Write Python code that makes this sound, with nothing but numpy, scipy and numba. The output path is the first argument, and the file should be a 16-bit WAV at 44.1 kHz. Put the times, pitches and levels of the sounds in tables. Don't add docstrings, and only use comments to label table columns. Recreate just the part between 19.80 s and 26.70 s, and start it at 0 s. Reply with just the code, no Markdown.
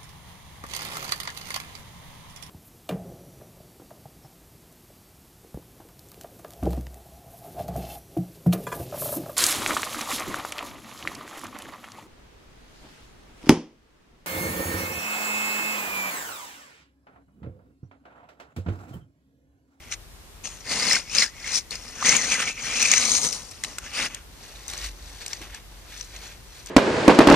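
import sys
import numpy as np
from scipy import signal
from scipy.fft import rfft, irfft, next_fast_len
from scipy.io import wavfile
from scipy.ndimage import map_coordinates
from numba import njit

SR = 44100
rng = np.random.default_rng(int(sys.argv[2]) if len(sys.argv) > 2 else 0)


def master(y):
    cut = np.clip(np.atleast_2d(y).T, -1, 1)
    pcm = np.round(cut * 32767)
    wavfile.write(sys.argv[1], SR, pcm.astype(np.int16))


N = 304290


def amp(db):
    return 10 ** (np.asarray(db) / 20)


def unit(x):
    return x / np.sqrt(np.mean(x ** 2) + 1e-20)


def along(points, hz):
    f, v = np.transpose(points)
    return np.interp(np.log(hz + 1), np.log(f + 1), v)


def wobble(rate_hz):
    knots = rng.standard_normal(int(N * rate_hz / SR) + 4)
    return map_coordinates(knots, [np.arange(N) * rate_hz / SR])


def filtered(x, response):
    m = next_fast_len(x.shape[-1] + 8192)
    return irfft(rfft(x, m) * response(np.fft.rfftfreq(m, 1 / SR)), m)[..., :x.shape[-1]]


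def coloured(x, spectrum, size=2048):
    cepstrum = irfft(np.log(amp(along(spectrum, np.fft.rfftfreq(size, 1 / SR)))))
    cepstrum[1:size // 2] *= 2
    cepstrum[size // 2 + 1:] = 0
    impulse = irfft(np.exp(rfft(cepstrum)))
    return unit(signal.fftconvolve(x, impulse[None], axes=1)[:, :x.shape[1]])


def resonance(f, hz, width_hz):
    return 1j * f * width_hz / (hz * hz - f * f + 1j * f * width_hz)


@njit
def swept(x, step, damping):
    out = np.zeros_like(x)
    for c in range(len(x)):
        state = 0j
        for i in range(x.shape[1]):
            state = state * np.exp(step[i] * (1j - damping)) + x[c, i]
            out[c, i] = state.real
    return out


def ringing(x, hz, q):
    step = 2 * np.pi * hz * (1 + .025 * wobble(50)) / SR
    once = swept(x, step, .5 / q)
    return unit(swept(once, step, .5 / q))


def slips(rate_hz, spread_db):
    size = amp(spread_db * np.clip(rng.standard_normal(N), -2.5, 2.5))
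    return (rng.random(N) < rate_hz / SR) * size * rng.choice([-1, 1], (2, N))


def catches(rate_hz, depth_db):
    return unit(amp(depth_db * np.clip(wobble(rate_hz), -2, 2)))


def bubbles(pitch_hz, scatter, cycles, spread_db, count, size=500):
    start = rng.integers(0, N - size, count)
    detune, loud, mid_way, side_way = np.clip(rng.standard_normal((count, 4)), -2, 2).T
    hz = pitch_hz[start] * np.exp(scatter * detune)
    turns = hz[:, None] * np.arange(size) / SR
    life = np.exp(-turns / cycles) * (1 - np.exp(-turns))
    ring = amp(spread_db * loud)[:, None] * np.sin(2 * np.pi * turns) * life
    where = (start[:, None] + np.arange(size)).ravel()
    pair = [np.bincount(where, (ring * np.sign(way)[:, None]).ravel(), N) for way in (mid_way, side_way)]
    return unit(np.array(pair))


SWING_DB = 19.5


def pressure(rows):
    t = np.arange(N) / SR
    away = []
    for s, rise_s, hold_s, fall_s, *_ in rows:
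        away.append(np.maximum(s - t, 0) / rise_s + np.maximum(t - s - hold_s, 0) / fall_s)
    return amp(-SWING_DB * np.minimum(away, 5)) ** 2


def levels(rows, power):
    return 10 * np.log10(amp(np.array(rows)[:, 4:7].T) ** 2 @ power)


# mean delay in seconds, level in dB.
LEG_ECHOES = [(.00113, -17.5), (.0037, -15)]


def between_legs(x):
    n = np.arange(N)
    out = x.copy()
    for delay_s, db in LEG_ECHOES:
        earlier = n - delay_s * SR * (1 + 0.051 * wobble(3))
        out += amp(db) * np.array([np.interp(earlier, n, channel) for channel in x])
    return out


# frequency in Hz, relative density in dB per Hz.
AIR_COLOUR = [(12, -62), (20, -26.5), (33, -3.5), (59, -4), (154, -16), (192, -19), (274, -21),
              (351, -19.5), (517, -24), (1000, -25), (1430, -28), (9080, -34), (14500, -36.5)]
# time in seconds, level in dB before the wavering and the output gain.
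DRONE_LEVEL = [(0, -57), (2.4, -60.5), (4.2, -68), (4.33, -45), (4.52, -47.5), (4.62, -62), (5.05, -43),
               (5.45, -56), (5.65, -49), (6.3, -50), (6.5, -57)]


def outdoors():
    air = amp(-49 + 0.25 * wobble(26)) * coloured(rng.standard_normal((2, N)), AIR_COLOUR)
    side_db = [(60, -8), (800, -2.5), (4000, 2.0), (12000, -0.5)]
    mid, side = filtered(air, lambda f: amp([0 * f, along(side_db, f)]))
    drone_s, level_db = np.transpose(DRONE_LEVEL)
    drone_db = np.interp(np.arange(N) / SR, drone_s, level_db)
    drone_hz = 48.5 + 2.58 * wobble(26)
    tone = np.sqrt(2) * np.sin(2 * np.pi * np.cumsum(drone_hz) / SR)
    drone = amp(drone_db + 3.2 * wobble(14)) * tone
    return (np.array([mid + side, mid - side]) + drone) * amp([[.4], [-.4]])


# start in seconds, level in dB before the mix, t60 in seconds.
HEEL_LANDING = (5.606, -36.5, 0.091)


def heel(size=12000):
    s, db, t60_s = HEEL_LANDING
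    t = np.arange(size) / SR
    colour = [(80, -21), (160, 2), (240, -3), (420, -1), (700, -14), (1500, -35)]
    thud = coloured(rng.standard_normal((2, size)), colour)
    out = np.zeros((2, N))
    out[:, round(s * SR):][:, :size] = amp(db - 60 * t / t60_s) * (1 - np.exp(-t / 0.0042)) * thud
    return out


# full pressure from in seconds, rise, hold and fall in seconds,
# squelch, sole drag and sand grit levels in dB before the mix.
STEPS = [ (4.63, 0.17, 0.24, .1, -53, -57.5, -51), (4.89, 0.016, 0.11, .1, -45, -50, -42.5),
         (5.045, 0.066, 0.019, 0.052, -39, -53, -37.5), (5.27, 0.32, 0.16, 0.23, -55, -57.5, -51),
         (5.41, .02, 0.021, 0.077, -46, -49.5, -45), (5.505, 0.072, 0.018, 0.17, -46.5, -53, -44),
         (5.618, 0.017, 0.009, 0.091, -41.5, -46, -45.5), (5.745, 0.13, 0.019, 0.069, -45.5, -55, -52),
         (5.93, 0.17, 0.17, 0.12, -60, -61, -59.5), (6.128, .08, 0.017, 0.086, -45.5, -62, -47),
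         (6.175, .03, 0.026, 0.16, -50, -61, -45), (6.35, 0.094, 0.014, .08, -47.5, -55, -49),
         (6.44, 0.1, 0.015, .15, -45, -51.5, -46), (6.77, 0.22, 0.026, .15, -53.5, -60, -51),
         (6.868, .02, .03, .05, -48.5, -59, -50), ]
# frequency in Hz, relative density in dB per Hz.
TREAD_COLOUR = [(60, -14), (105, -2), (160, -12), (240, -3), (330, -3.5), (450, 2.5), (750, -0.5),
                (1100, -2), (1500, -5), (2400, -39)]
# frequency in Hz, relative density in dB per Hz.
WET_GRIT_COLOUR = [(2600, -28), (3700, 0), (4500, 1), (5100, -4), (5800, 3.5), (7200, -4.5), (9000, -9),
                   (12000, -14.5), (14500, -22)]


def walking():
    squelch_db, drag_db, grit_db = levels(STEPS, pressure(STEPS))
    peel_db = 1.35 * wobble(130)
    drag = amp(drag_db) * coloured(slips(rate_hz=2400, spread_db=8), TREAD_COLOUR)
    film_colour = [(800, -17.5), (1200, -5.5), (1700, -0.5), (2200, 1.5), (2800, -1.0), (3500, 0.5),
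                   (4400, -18.5)]
    film = coloured(slips(rate_hz=2900, spread_db=4.0), film_colour)
    film += amp(-7.5) * bubbles(np.full(N, 2300), scatter=0.28, cycles=4.8, spread_db=1.5, count=1800)
    sand = coloured(slips(rate_hz=5600, spread_db=2.0), WET_GRIT_COLOUR)
    sand += amp(-4.0) * bubbles(np.full(N, 5500), scatter=0.225, cycles=10, spread_db=3.5, count=2400)
    return between_legs(drag + amp(squelch_db + peel_db) * film + amp(grit_db + peel_db) * sand)


POP_T60_S, POP_RISE_S = 0.018, 0.00078
# start in seconds, level in dB before the mix,
# initial pitch in Hz, smack and spray in dB relative to that level.
POPS_AND_SNAPS = [(0.1234, -26.5, 1830, -4, -12.5), (0.6541, -19, 6150, -15, -30),
                  (0.8725, -24.5, 1820, -15, -25), (1.112, -7, 2010, -30, -30),
                  (1.1214, -6.5, 5030, -23, -29), (1.1304, -1.5, 5540, -27, -21),
                  (1.1648, -14.5, 1450, -18, -28), (1.296, -27, 5300, -15, -30),
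                  (1.3492, -12, 6000, -8, -30), (1.384, -5, 4940, -15, -40), (1.4218, -8, 2010, -21, -35),
                  (1.6756, -24, 2210, -6, -13), (1.756, -10.5, 6020, -28, -25),
                  (1.9074, -21, 4260, -20, -10.5), (1.954, -21, 4980, -16, -15),
                  (2.226, -12, 1130, -20, -37), (2.2924, -3, 5770, -19, -40), (2.3217, -10, 2020, -25, -35),
                  (2.3532, -11.5, 2860, -13, -19), (2.366, -5.5, 6680, -24, -17),
                  (2.5192, -10.5, 2400, -18, -30), (3.026, -9.5, 2460, -28, -10),
                  (3.0541, -5.5, 2340, -30, -32), (3.115, 1.5, 6430, -24, -24),
                  (3.1363, -6.5, 2220, -4.5, -15), (3.1789, -6.5, 6360, -13.5, -19),
                  (3.3176, -4, 6180, -32, -28), (3.351, -6.5, 5910, -16, -21), (3.4471, -15, 6130, -29, -9),
                  (3.527, -22.5, 4920, -27, -3), (3.712, -34, 7300, -15, -5),
                  (3.8368, -16, 1970, -9.5, -9.5), (3.8457, -21.5, 3950, -2.5, -10),
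                  (3.9838, -22.5, 1380, -8, -4.5), (4.346, -25, 6480, -7, -6),
                  (4.8802, -25.5, 6020, -18, -5), (4.8997, -25, 5650, -17, -8),
                  (4.9345, -28.5, 4070, -3.5, -6), (4.977, -24.5, 6050, -15, -12),
                  (5.462, -27.5, 4780, -5, -1.5), (5.48, -27, 5450, -24, -7), (5.5314, -18, 5630, -8, -23),
                  (5.7461, -30, 1650, -4.5, -8), (6.2097, -20.5, 5740, -14.5, -25),
                  (6.3626, -30.5, 6350, -6, -24), (6.86, -33, 5970, -21, -3.5), (6.87, -27, 5870, -14, -15)]
# frequency in Hz, width in Hz, level in dB.
GAP_MODES = [(517, 140, -19), (2230, 1400, -6.5), (4240, 2600, -6.5), (6540, 910, -4.5)]


def gap_response(f):
    return sum((-1) ** k * amp(db) * resonance(f, hz, width_hz) for k, (hz, width_hz, db) in enumerate(GAP_MODES))


def popping_and_snapping(size=3000):
    out, t = np.zeros((2, N + size)), np.arange(size) / SR
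    life = amp(-60 * t / POP_T60_S) * (1 - np.exp(-t / POP_RISE_S))
    spray_colour = [(1000, -14), (4000, -11.5), (7500, 0.5), (10000, -9.0), (14000, -20.0)]
    for s, db, hz, smack_db, spray_db in POPS_AND_SNAPS:
        noise = rng.standard_normal((3, 2, size))
        tone = np.sin(2 * np.pi * hz * t * (1 + 6 * t) + 2 * np.pi * rng.random((2, 1)))
        rough = unit(filtered(noise[0], lambda f: resonance(f, hz, 0.23 * hz) ** 2))
        ring = tone + amp(-7.5) * rough
        smack = filtered(noise[1], gap_response)
        spray = coloured(noise[2], spray_colour)
        for part, part_db in ((ring, -8.5), (smack, smack_db), (spray, spray_db)):
            pulse = unit(part * life) * np.sqrt(np.mean(life ** 2)) / life.max()
            out[:, round(s * SR):][:, :size] += amp(db + part_db) * pulse
    return out[:, :N]


# frequency in Hz, relative density in dB per Hz.
FILM_COLOUR = [(700, -45), (1200, -3.5), (1700, -7.5), (2100, -2), (2550, -2.5), (3100, -2.5), (3600, -7),
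               (4400, -40)]


def squelching(low_hz, planing, froth):
    push = catches(rate_hz=180, depth_db=1.5) * coloured(slips(rate_hz=3000, spread_db=5), FILM_COLOUR)
    film = amp(-1.5) * np.sqrt(1 - planing) * coloured(slips(rate_hz=2000, spread_db=4.0), FILM_COLOUR)
    film += amp(0.5) * np.sqrt(planing) * ringing(push, low_hz, q=5.4)
    film += amp(-8.5) * froth * bubbles(low_hz, scatter=0.221, cycles=8.7, spread_db=-1.5, count=1600)
    return film


FIZZ_DB, FILM_MUFFLES_DB = -10.5, 20
# frequency in Hz, relative density in dB per Hz.
GRIT_COLOUR = [(2600, -29), (3300, -8), (3850, -3.5), (4400, -2.5), (4800, -6.5), (5350, -3), (5750, -1.5),
               (6400, 0), (7100, -0.5), (7900, -10), (8800, -9), (11000, -20.5), (12300, -48), (14500, -57)]
# frequency in Hz, relative density in dB per Hz.
FIZZ_COLOUR = [(5500, -35), (7600, -3), (8600, 4), (10500, -3.5), (12200, -11.5), (14500, -35)]


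def grinding(high_hz, planing, froth):
    push = catches(rate_hz=120, depth_db=4.0) * coloured(slips(rate_hz=3600, spread_db=-3.5), GRIT_COLOUR)
    sand = amp(-4.0) * coloured(slips(rate_hz=2500, spread_db=1.0), GRIT_COLOUR)
    sand += amp(-5.5) * ringing(push, high_hz, q=6.1)
    sand += amp(-7.5) * froth * bubbles(high_hz, scatter=0.1566, cycles=20, spread_db=4, count=2200)
    fizz = coloured(slips(rate_hz=2100, spread_db=0.5), FIZZ_COLOUR)
    return sand + amp(FIZZ_DB - FILM_MUFFLES_DB * planing) * fizz


GLIDE_S = 0.062


def gap_under_sole(rows, power):
    s, _, hold_s, _, squelch_db, _, _, low_hz, glide_oct_per_s, high_hz, planing = np.transpose(rows)
    share = amp(squelch_db[:, None]) ** 2 * power
    share /= share.sum(axis=0)
    slid_s = np.clip(np.arange(N) / SR - (s + hold_s / 2)[:, None], -GLIDE_S, GLIDE_S)
    glide_oct = glide_oct_per_s @ (share * slid_s)
    return (low_hz @ share) * 2 ** glide_oct, high_hz @ share, planing @ share


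# full pressure from in seconds, rise, hold and fall in seconds,
# squelch, sole drag and sand grit in dB before the mix, low resonance of the gap in Hz, its glide in
# octaves per second, high resonance in Hz, share of planing on the wet film (0-1).
SLIDES = [ (0.03, 0.097, 0.097, 0.054, -50.5, -59, -55, 2100, -0.5, 5470, 0.27),
          (0.121, 0.016, 0.017, 0.015, -36, -57, -32, 2110, -0.5, 5800, .3),
          (0.643, 0.0093, 0.033, 0.028, -40.5, -49.5, -35, 2760, 4.5, 6350, 0.53),
          (0.70, .05, 0.041, 0.14, -49, -55, -44.5, 1790, -0.5, 6430, 0.03),
          (0.91, 0.059, 0.16, .15, -33, -37.5, -28.5, 2110, 0.5, 4830, .3),
          (1.11, 0.2, 0.055, 0.058, -27.5, -38, -24, 2155, 0.5, 5330, .35),
          (1.28, 0.07, 0.058, .05, -46, -54.5, -49, 2450, 4, 5400, 0.7),
          (1.365, 0.056, 0.072, 0.042, -26.5, -39, -21, 2204, -5.5, 5240, 0.51),
          (1.685, 0.17, 0.058, 0.075, -37, -47.5, -37, 2030, -1, 5540, 0.5),
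          (1.752, 0.075, 0.031, 0.026, -36, -46.5, -22.5, 2300, 1, 5630, 0.22),
          (1.918, 0.014, 0.025, 0.052, -38.5, -47, -35.5, 2170, 1, 5000, 0.34),
          (2.03, 0.28, 0.17, .1, -50, -54.5, -45, 2030, 1, 5340, 0.16),
          (2.212, 0.1, .02, 0.045, -37.5, -45, -39, 1290, -3.5, 6020, 0.2),
          (2.262, 0.045, 0.098, 0.046, -23, -33.5, -20.5, 2166, 2, 6300, 0.54),
          (2.39, .1, 0.1, 0.088, -33.5, -40.5, -28, 1990, 3.5, 5930, 0.5),
          (2.52, .05, 0.023, 0.038, -24.5, -39, -23.5, 2210, -8, 6190, 0.32),
          (2.595, 0.075, 0.032, 0.044, -27.5, -38.5, -29.5, 1730, -1.5, 6100, 0.1),
          (2.675, 0.083, 0.022, 0.039, -28, -41, -29, 2360, 3, 5830, 0.68),
          (2.785, 0.065, 0.0091, .08, -36.5, -53, -44, 2380, -2, 5900, 0.7),
          (2.84, 0.071, .04, 0.09, -36.5, -45, -36, 1940, 1, 5700, 0),
          (2.905, .06, 0.049, .1, -30.5, -42.5, -41, 2450, 2.5, 5660, 0.5),
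          (3.025, 0.22, 0.15, 0.066, -26.5, -41, -22, 2300, -1.5, 5930, 0.62),
          (3.21, 0.088, 0.069, .1, -30.5, -38, -23, 2260, 1.5, 5980, 0.25),
          (3.295, 0.047, 0.065, 0.15, -36.5, -39, -21.5, 2250, -1, 6330, 0.2),
          (3.445, 0.086, 0.017, 0.076, -38.5, -37, -24.5, 2160, -1, 6140, 0),
          (3.53, 0.087, 0.0066, 0.23, -44, -45.5, -35, 2060, -1, 5560, 0.01),
          (3.71, .04, 0.15, .1, -54.5, -62, -51, 2000, 0.5, 5300, 0),
          (3.85, .03, 0.041, 0.22, -48, -48.5, -42.5, 2000, -2, 5640, .1),
          (4.05, 0.065, 0.016, 0.07, -40, -50.5, -41, 1580, 3.5, 5970, 0.36),
          (4.18, 0.091, 0.088, 0.017, -29, -39.5, -30.5, 2145, -3, 5000, .15),
          (4.30, 0.034, .05, 0.1, -43.5, -53, -48, 2040, -5.5, 6000, 0.13), ]
# frequency in Hz, relative density in dB per Hz.
DRAG_COLOUR = [(60, -44.5), (115, -1.5), (170, -2), (235, 1.5), (350, -9), (440, 0), (530, -2.5), (760, -5),
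               (1100, -4.5), (1400, -9.5), (2200, -48)]


def scraping():
    power = pressure(SLIDES)
    squelch_db, drag_db, grit_db = levels(SLIDES, power)
    low_hz, high_hz, planing = gap_under_sole(SLIDES, power)
    planing = np.clip(planing, 0, 1)
    jerk_db = 0.88 * wobble(70) + 0.85 * wobble(320)
    drag = amp(drag_db + .5 * jerk_db) * coloured(slips(rate_hz=2500, spread_db=5), DRAG_COLOUR)
    froth = amp(np.clip(0.18 * (grit_db + 40), -10, 0))
    film = amp(squelch_db + jerk_db) * squelching(low_hz, planing, froth)
    sand = amp(grit_db + jerk_db) * grinding(high_hz, planing, froth)
    return between_legs(drag + film + sand)


# frequency in Hz, correlation (clipped to -1..1).
PORT_LIKENESS = [(100, 1.3), (500, 0.72), (2100, 1), (3200, 0.83), (4400, 0.1), (6000, 1.04), (9000, 0.1),
                 (14000, .5)]
# frequency in Hz, left minus right in dB.
PORT_BALANCE = [(60, 7), (220, 2.5), (600, 0.5), (1500, -2), (2100, 0), (2900, 3), (3800, -1.5),
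                (4350, 1.5), (5100, 8), (6400, 9.5), (7800, 1.5), (9400, 8), (11000, 4.5), (12500, -1.5)]
# frequency in Hz, lead of the left in radians.
PORT_LEAD = [(2500, 0.19), (3500, 2.1), (4300, 1), (5400, -1), (6400, -1.1), (7500, -2), (9000, 3),
             (13000, 0.9)]


def ports(pair):
    turn = lambda f: np.arccos(np.clip(along(PORT_LIKENESS, f), -1, 1)) / 2
    mid, side = filtered(pair, lambda f: np.array([np.ones_like(f), np.tan(turn(f))]))
    lean = lambda f: amp(np.outer([.5, -.5], along(PORT_BALANCE, f)))
    shift = lambda f: np.exp(np.outer([.5j, -.5j], along(PORT_LEAD, f)))
    both = np.array([mid + side, mid - side])
    return filtered(both, lambda f: shift(f) * lean(f) / np.mean(lean(f), axis=0))


def scene():
    steps = ports(walking() + heel()) * amp([[-.6], [.6]])
    return outdoors() + steps + ports(scraping() + popping_and_snapping())


TOP_HZ = 14650


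def record(dry):
    return filtered(np.clip(dry, -1, 1), lambda f: 1 / (1 + (f / TOP_HZ) ** 120))


dry = scene()
out = record(dry)
master(out)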